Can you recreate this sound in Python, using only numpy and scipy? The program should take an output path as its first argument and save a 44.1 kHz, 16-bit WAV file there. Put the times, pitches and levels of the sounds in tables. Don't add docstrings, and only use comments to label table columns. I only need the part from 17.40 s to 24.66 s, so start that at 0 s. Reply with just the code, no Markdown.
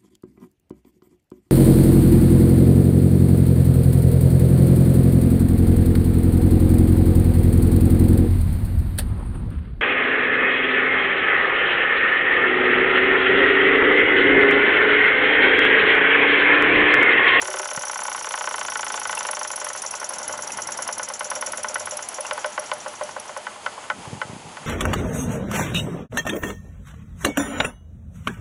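import sys
import numpy as np
from scipy import signal
from scipy.fft import rfft, irfft
from scipy.io import wavfile

SR = 44100
rng = np.random.default_rng(int(sys.argv[2]) if len(sys.argv) > 2 else 0)


def wav_record(signal):
    frames = np.transpose(np.atleast_2d(signal))
    bounded = np.clip(frames, -1, 1)
    quanta = np.round(bounded * 32767).astype(np.int16)
    wavfile.write(sys.argv[1], SR, quanta)


N = 320166
TIME = np.arange(N) / SR


def amp(db):
    return 10 ** (np.asarray(db) / 20)


def evened(x):
    return x / np.sqrt(np.mean(x ** 2) + 1e-20)


def curve(rows):
    seconds, db = np.transpose(rows)
    return amp(np.interp(TIME, seconds, db))


def row_at(rows, s):
    times, *columns = np.transpose(rows)
    return np.array([np.interp(s, times, column) for column in columns])


def add(mix, s, sound):
    part = mix[max(round(s * SR), 0):][:len(sound)]
    part += sound[:len(part)]


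def coloured(gain):
    spectrum = rfft(rng.standard_normal(N))
    return evened(irfft(spectrum * gain(np.fft.rfftfreq(N, 1 / SR)), N))


def shaped(points):
    hz, db = np.transpose(points)
    return coloured(lambda f: amp(np.interp(np.log(f + 1), np.log(hz + 1), db)))


def pipe(modes):
    return coloured(lambda f: sum(amp(db) / (1 + (2 * (f - hz) / width) ** 2) for hz, width, db in modes))


def flutter(hz, depth_db):
    return amp(depth_db * coloured(lambda f: 1 / (1 + (f / hz) ** 4)))


def ring(modes, t):
    hz, db, t60 = np.transpose(modes)[:, :, None]
    chance = rng.standard_normal((len(modes), 2))
    hz = hz * (1 + .006 * chance[:, :1])
    db = db + 1.5 * chance[:, 1:]
    x = (amp(db - 60 * t / t60) * np.sin(2 * np.pi * hz * t)).sum(0)
    return x / amp(db).sum()


# nominal frequency in Hz, relative level in dB, 60 dB decay time in seconds.
BOARD_MODES = [(444, -9.5, 0.038), (544, 1.5, 0.084), (601.6, -1.5, 0.18), (704, -1.5, 0.035)]
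FRAME_LOW_MODES = [(744, -12, 0.099), (859, 1.5, 0.083), (888, 3, 0.03), (1026, 1, 0.051),
                   (1070, -11, 0.12), (1170, -10, 0.079)]
FRAME_HIGH_MODES = [(1302.5, -7.5, 0.12), (1386, 2.5, 0.037), (1494, -1.5, 0.084), (1714, -5, 0.046),
                    (1966, -18.5, 0.14), (2042, -1, 0.044), (2992, -7.5, 0.041)]
# time in seconds, relative level in dB.
RUMBLE_LEVEL = [(0, -33), (.44, -52), (1.15, -53), (1.8, -35), (2.1, -45.5), (2.93, -32), (4.5, -38.5),
                (4.95, -36), (6.75, -52)]


def rumble():
    all_modes = BOARD_MODES + FRAME_LOW_MODES + FRAME_HIGH_MODES
    modes = [(hz, 4.3 / t60, db) for hz, db, t60 in all_modes]

    def response(f):
        power = sum(amp(2 * db) / (1 + (2 * (f - hz) / width) ** 2) for hz, width, db in modes)
        return np.sqrt(power) * f / (f + 600)

    return curve(RUMBLE_LEVEL) * amp(-8) * flutter(40, 3.5) * coloured(response)


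# frequency in Hz, relative density in dB per Hz.
AIR_SPECTRUM = [(260, -18), (450, -6.5), (700, -2.5), (830, 1.5), (1150, -5.5), (1700, -10), (3200, -10),
                (3850, -16), (4600, -14), (5300, -15.5), (5750, -18), (6400, -12), (8500, -17.5),
                (11000, -16)]
# time in seconds, relative level in dB.
WASH_LEVEL = [(0, -31), (.28, -34.5), (1.9, -33), (3.74, -35.5), (4.55, -33.5), (7.26, -35.5)]
# frequency in Hz, relative density in dB per Hz.
DRONE_SPECTRUM = [(18, -51), (30, -14), (96, -10.5), (172, -9.5), (208, -4.5), (328, -6.5), (450, -9),
                  (580, -23), (990, -120)]
# frequency in Hz, width in Hz, level in dB on the drone's level curve.
HUM_BANDS = [(100.3, 15, -6.5), (211, 15, -5)]
# time in seconds, relative level in dB.
DRONE_LEVEL = [(0, -62.5), (.5, -70), (1.43, -62), (2.68, -64), (2.9, -58.5), (4.33, -60), (6.5, -60)]


def air():
    wash = amp(-5.0) * curve(WASH_LEVEL) * flutter(8.7, 0.94) * shaped(AIR_SPECTRUM)
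    hum = sum(amp(db) * pipe([(hz, width, 0)]) for hz, width, db in HUM_BANDS)
    drone = amp(5.0) * shaped(DRONE_SPECTRUM)
    return wash + curve(DRONE_LEVEL) * flutter(1.8, 1.4) * (drone + hum)


START_TURN = -.251
# time in seconds, speed in turns per second.
CRANK_SPEED = [(0, 17.825), (.6, 16.285), (1.3, 13.898), (2.1, 11.846), (3, 10.261), (3.8, 9.261),
               (4.55, 8.77), (5.2, 7.286), (5.9, 5.712), (6.6, 3.294), (7.26, 2.25)]


def crank():
    return START_TURN + np.cumsum(np.interp(TIME, *np.transpose(CRANK_SPEED))) / SR


# port shuts at this share of the stroke, spit in the middle pipe
# modes in dB, blow-down in the middle in dB, blow-down in the upper in dB, squeeze before shutting
# in dB; all levels are relative.
CYLINDER_ENDS = [(.66, -5, 0.5, -5, -30), (.84, -12, -24, -5, 3.5)]


def port_power(stroke, end):
    shut = CYLINDER_ENDS[end][0]
    t = np.arange(0, 1.2 * stroke, 1 / SR)
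    share = t / stroke
    spit = ((t / 0.0036) * np.exp(1 - t / 0.0034)) ** 3
    closing = 1 / (1 + np.exp((share - shut) / 0.045))
    blow = np.minimum(t / 0.0019, 1) * amp(-14 * (share - 0.1)) * closing
    squeeze = np.exp(-((share - shut + 0.081) / 0.057) ** 2)
    return spit, blow, squeeze


# frequency in Hz, width in Hz, relative level in dB.
PIPE_LOW_MODES = [(5773, 540, 8), (6300, 700, -1)]
PIPE_MID_MODES = [(6680, 200, -9.5), (7130, 610, -4.5)]
PIPE_TOP_MODES = [(9100, 540, -19), (9810, 127, -4.5), (10375, 270, -4), (10835, 180, -2)]
FAR_PORT_TURN, STEAM_TURNS = .526, 66
# time in seconds, spit in the upper pipe
# modes in dB, spit in the lower in dB, blow-down in dB; all levels are relative.
STEAM_LEVEL = [
    [(0, -32.5, -34, -36.5), (.6, -36, -35.5, -37.5), (1.2, -42, -36, -38), (1.8, -32, -30.5, -37.5),
     (2.5, -35.5, -30, -38.5), (3.3, -29.5, -28, -39), (4.3, -31, -28.5, -40.5), (4.7, -35, -29.5, -42),
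     (5, -48, -40, -44.5), (5.9, -55, -40, -53)],
    [(0, -33, -45, -39), (.5, -31, -31, -38.5), (.9, -31.5, -37, -39), (1.3, -29.5, -33, -38.5),
     (2.2, -25.5, -31.5, -40.5), (2.9, -30, -29.5, -40.5), (3.7, -28, -29.5, -43), (4.4, -24, -30.5, -44),
     (4.95, -31, -34.5, -47), (5.6, -29.5, -37, -50), (6, -37, -36, -58)],
]
STEAM_SPREAD_DB = (1.6, .8, .5)


def exhaust():
    low, mid, top = power = np.zeros((3, N))
    opening = (np.arange(STEAM_TURNS)[:, None] + [0, FAR_PORT_TURN]).ravel()
    starts = np.interp(opening, crank(), TIME)
    strokes = np.gradient(starts)
    scatter = rng.standard_normal((len(starts), 3)) * STEAM_SPREAD_DB
    for k, (s, stroke) in enumerate(zip(starts, strokes)):
        end = k % 2
        top_db, low_db, blow_db = row_at(STEAM_LEVEL[end], s) + scatter[k]
        _, mid_spit_db, mid_blow_db, top_blow_db, squeeze_db = CYLINDER_ENDS[end]
        spit, blow, squeeze = port_power(stroke, end)
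        add(low, s, amp(2 * low_db) * spit + amp(2 * blow_db + 3.0) * blow)
        mid_spit = amp(2 * (low_db + mid_spit_db)) * spit
        add(mid, s + .0015, mid_spit + amp(2 * (blow_db + mid_blow_db)) * blow)
        top_flow = amp(2 * top_blow_db) * blow + amp(2 * squeeze_db) * squeeze
        add(top, s, amp(2 * top_db) * spit + amp(2 * blow_db) * top_flow)
    banks = (PIPE_LOW_MODES, PIPE_MID_MODES, PIPE_TOP_MODES)
    tones = sum(np.sqrt(p) * pipe(modes) * flutter(200, 1.8) for p, modes in zip(power, banks))
    hiss = coloured(lambda f: f / (f + 1500))
    return tones + amp(-8.5) * np.sqrt(power.sum(0)) * hiss


# time in seconds, relative level in dB.
GUST_LEVEL = [(6.5, -61), (6.6, -33.5), (6.636, -54), (6.734, -32), (6.818, -57), (6.906, -38),
              (7.016, -47), (7.068, -44), (7.168, -49.5), (7.26, -47)]
# start in seconds, relative peak level in dB, nominal frequency in Hz.
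WIND_BUFFETS = [(0.021, -44, 104), (0.375, -30.5, 190), (0.609, -42, 299), (6.589, -36, 236),
                (6.675, -28.5, 141), (6.73, -21, 182), (6.775, -34, 168), (6.853, -33, 145),
                (6.897, -27, 151), (6.932, -26, 221), (6.948, -35, 132), (6.965, -28.5, 260),
                (7.054, -35.5, 161), (7.069, -35, 220), (7.103, -36.5, 219), (7.221, -38, 230)]


def wind():
    blowing = np.clip((TIME - GUST_LEVEL[0][0]) / 0.044, 0, 1)
    swings = coloured(lambda f: f ** 2 / (f ** 2 + 90 ** 2) / (1 + (f / 220) ** 2))
    out = amp(-4.5) * curve(GUST_LEVEL) * blowing * flutter(35, 2.5) * swings
    for s, peak_db, hz in WIND_BUFFETS:
        u = np.arange(0, 3 / hz, 1 / SR) * hz
        push = np.sin(2 * np.pi * u ** .8) * np.minimum(u / .1, 1) * np.exp(-(u / 1.3) ** 2)
        snap = .5 * np.sin(5 * np.pi * u) * np.exp(-u / 0.29)
        add(out, s, -amp(peak_db) * (push + snap))
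    return out


def rattle(shake):
    return shake * flutter(270, 2.36) * coloured(lambda f: 1 / (1 + ((f - 1100) / 750) ** 2))


# time in seconds, relative peak level in dB.
GEAR_KNOCKS = [(.023, -11), (.055, -19.5), (.081, -12), (.113, -19), (.14, -10.5), (.17, -16), (.196, -12),
               (.231, -16.5), (.256, -13), (.289, -19), (.313, -13.5), (.349, -17.5), (.375, -13),
               (.412, -20), (.435, -13), (.47, -17.5), (.497, -11), (.532, -16), (.558, -11), (.591, -13.5),
               (.619, -10.5), (.653, -13.5), (.682, -9), (.717, -13.5), (.748, -9), (.779, -15.5),
               (.811, -14), (.845, -14), (.871, -10), (.909, -13.5), (.94, -7.5), (.977, -14), (1.01, -8.5),
               (1.042, -12.5), (1.074, -7), (1.111, -13), (1.142, -9.5), (1.182, -12.5), (1.213, -8.5),
               (1.25, -13), (1.284, -11.5), (1.321, -12), (1.356, -10), (1.394, -11.5), (1.431, -12.5),
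               (1.467, -11), (1.502, -13.5), (1.542, -10), (1.577, -13.5), (1.616, -13), (1.654, -10),
               (1.695, -9.5), (1.729, -9), (1.773, -12), (1.808, -10.5), (1.851, -11), (1.888, -9.5),
               (1.932, -12), (1.97, -12), (2.013, -11), (2.049, -13.5), (2.104, -14.5), (2.134, -15.5),
               (2.178, -16.5), (2.215, -15), (2.245, -19), (2.267, -12.5), (2.302, -16), (2.35, -15.5),
               (2.361, -20.5), (2.421, -29), (2.437, -17.5), (2.448, -18.5), (2.527, -26), (2.539, -12),
               (2.599, -25), (2.615, -15.5), (2.629, -15), (2.693, -26), (2.706, -17), (2.787, -25),
               (2.799, -19), (2.815, -18.5), (2.845, -23), (2.894, -15.5), (2.909, -21), (2.937, -13),
               (2.989, -15), (3.034, -19.5), (3.068, -22), (3.186, -12), (3.288, -13.5), (3.389, -11.5),
               (3.476, -31), (3.489, -8.5), (3.596, -9), (3.679, -30), (3.701, -12.5), (3.808, -10.5),
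               (3.853, -23.5), (3.915, -10), (3.961, -20), (4.025, -9.5), (4.073, -20.5), (4.134, -13.5),
               (4.18, -21.5), (4.245, -9), (4.296, -22.5), (4.357, -8), (4.406, -21), (4.472, -13),
               (4.521, -21.5), (4.591, -16), (4.733, -24), (4.784, -13.5), (4.849, -15), (4.911, -7),
               (4.978, -11), (5.045, -6.5), (5.178, -7.5), (5.296, -26), (5.316, -6), (5.362, -24),
               (5.461, -11.5), (5.537, -23), (5.611, -9.5), (5.691, -16.5), (5.764, -12.5), (5.855, -26),
               (5.893, -17.5), (5.965, -11.5), (6.068, -12.5), (6.16, -19), (6.263, -8), (6.329, -29),
               (6.379, -16), (6.439, -28.5), (6.501, -6), (6.653, -20), (6.816, -8.5), (6.899, -26),
               (7.17, -18.5), (7.23, -27.5)]
# nominal frequency in Hz, relative level in dB, 60 dB decay time in seconds.
CLACK_LOW_MODES = [(980, 2, 0.0091)]
CLACK_HIGH_MODES = [(1408, 14.5, 0.0064), (1880, 1, 0.0097), (2162, -3, 0.0087)]
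EDGE_MODES = [(2444, 13.5, 0.0025), (2994, 10.5, 0.0072), (3435, -2, 0.02), (3820, -4, 0.0071),
              (4420, -1.5, 0.012), (5050, -0.5, 0.0075)]
# nominal frequency in Hz, 60 dB decay time in
# seconds, level in dB against the thud, last moment in seconds.
BOARD_LOW_MODE = (380, .13, -11, .21)
# time in seconds, board thud in dB,
# upper clack and frame in dB, hard edge in dB; all levels are relative.
KNOCK_COLOUR = [
    [(0, -12, -9, -18), (.4, -12.5, -4.5, -15.5), (.6, -31, -11, -20.5), (1.1, -26, -8.5, -16.5),
     (1.4, -42, -2, -12.5), (1.8, -15.5, -8, -13.5), (2.3, -12.5, -5, -17), (3, -14, -10.5, -32),
     (3.9, -1.5, -3, -11), (4.55, -1, -7, -13), (4.8, -8, -10, -27), (4.9, -11.5, -8, -11),
     (5.15, -10, -7.5, -22), (5.3, -12.5, -10, -12), (5.5, -6.5, -13.5, -33), (5.9, -11.5, -8, -24),
     (6.4, -20, -23, -33)],
    [(0, -13, -1, -7.5), (.5, -20, -7.5, -14), (1, -14, -6.5, -12.5), (1.5, -27, -9.5, -14),
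     (1.9, -15, -8, -15), (2.3, -18, -8.5, -17.5), (2.85, -9, -8.5, -35), (3.5, -16.5, -8.5, -19.5),
     (3.95, -13.5, -5.5, -17), (4.4, -18.5, -4.5, -18.5), (5, -19, -10, -21), (5.9, -20, -10, -25),
     (6.1, -18, -1.5, -16), (6.9, -18, -5, -16)],
]
COLOUR_SPREAD_DB = (1.5, .8, 1.2)
SECOND_HALF = (.51, 1.06)
CLACK_LEAD_S = .0008
EDGE_LAG_S = .0006
ECHO_S, ECHO_GAIN = .0024, -.85


def knocks():
    out, shake = np.zeros((2, N))
    t = np.arange(0, .16, 1 / SR)
    short = t[t < .03]
    contact = (1 - np.exp(-short / 0.001)) ** 2
    swing = (1 - np.exp(-t / 0.0021)) ** 2
    low_hz, low_t60, low_db, low_until = BOARD_LOW_MODE
    angle, (half, full) = crank(), SECOND_HALF
    for s, peak_db in GEAR_KNOCKS:
        second = (angle[round(s * SR)] - half) % 1 < full - half
        scatter = rng.standard_normal(3) * COLOUR_SPREAD_DB
        thud_db, upper_db, edge_db = row_at(KNOCK_COLOUR[int(second)], s) + scatter
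        delay, echo, grit = rng.uniform((.98, .8, .3), (1.02, 1.1, 1))

        parts = ring(CLACK_LOW_MODES, short) + amp(upper_db + 12.0) * ring(CLACK_HIGH_MODES, short)
        clack = amp(peak_db + 3.5) * contact * parts
        edge_onset = 1 - np.exp(-short / .0001)
        tick = amp(peak_db + edge_db + 14.0) * ring(EDGE_MODES, short) * edge_onset
        clack_s = s - CLACK_LEAD_S
        add(out, clack_s, clack)
        add(out, clack_s + EDGE_LAG_S, tick)
        add(out, clack_s + ECHO_S * delay, ECHO_GAIN * echo * clack)
        add(out, s + ECHO_S * grit, .5 * grit * tick)

        add(shake, s, amp(peak_db - 18.0 - 60 * t / 0.066) * swing)
        frame = amp(-6) * ring(FRAME_LOW_MODES, t) + amp(upper_db + 3.0) * ring(FRAME_HIGH_MODES, t)
        low_board = (s < low_until) * amp(low_db) * ring([(low_hz, 0, low_t60)], t)
        board = ring(BOARD_MODES, t) + low_board
        add(out, s, amp(peak_db) * swing * (frame + amp(thud_db + 5.5) * board))
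    return out + rattle(shake)


# start in seconds, relative peak level in dB, nominal frequency in Hz.
LOOSE_PINGS = [(1.777, -22.5, 2710), (1.8574, -31, 2740), (1.9315, -38, 2700), (2.1034, -37, 2570),
               (2.537, -30, 2600), (3.1042, -30.5, 2600), (4.8554, -28, 2730)]


def pings():
    out, t = np.zeros(N), np.arange(0, .16, 1 / SR)
    t = t[t < .03]
    for s, peak_db, hz in LOOSE_PINGS:
        onset = 1 - np.exp(-t / 0.00069)
        add(out, s, amp(peak_db + 9) * onset * ring([(hz, 0, .02), (1.9 * hz, -8, .01)], t))
    return out


def gear():
    radiation = signal.butter(4, 400, "highpass", fs=SR, output="sos")
    return signal.sosfilt(radiation, knocks() + pings())


def scene():
    return (rumble() + air() + exhaust() + wind() + gear())[None]


def record(dry):
    thin = signal.sosfilt(signal.butter(2, 70, "highpass", fs=SR, output="sos"), dry)
    low_pass = signal.firwin(401, 11080, window=("kaiser", 7), fs=SR)
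    return signal.oaconvolve(thin, low_pass[None], "same")


dry = scene()
out = record(dry)
wav_record(out)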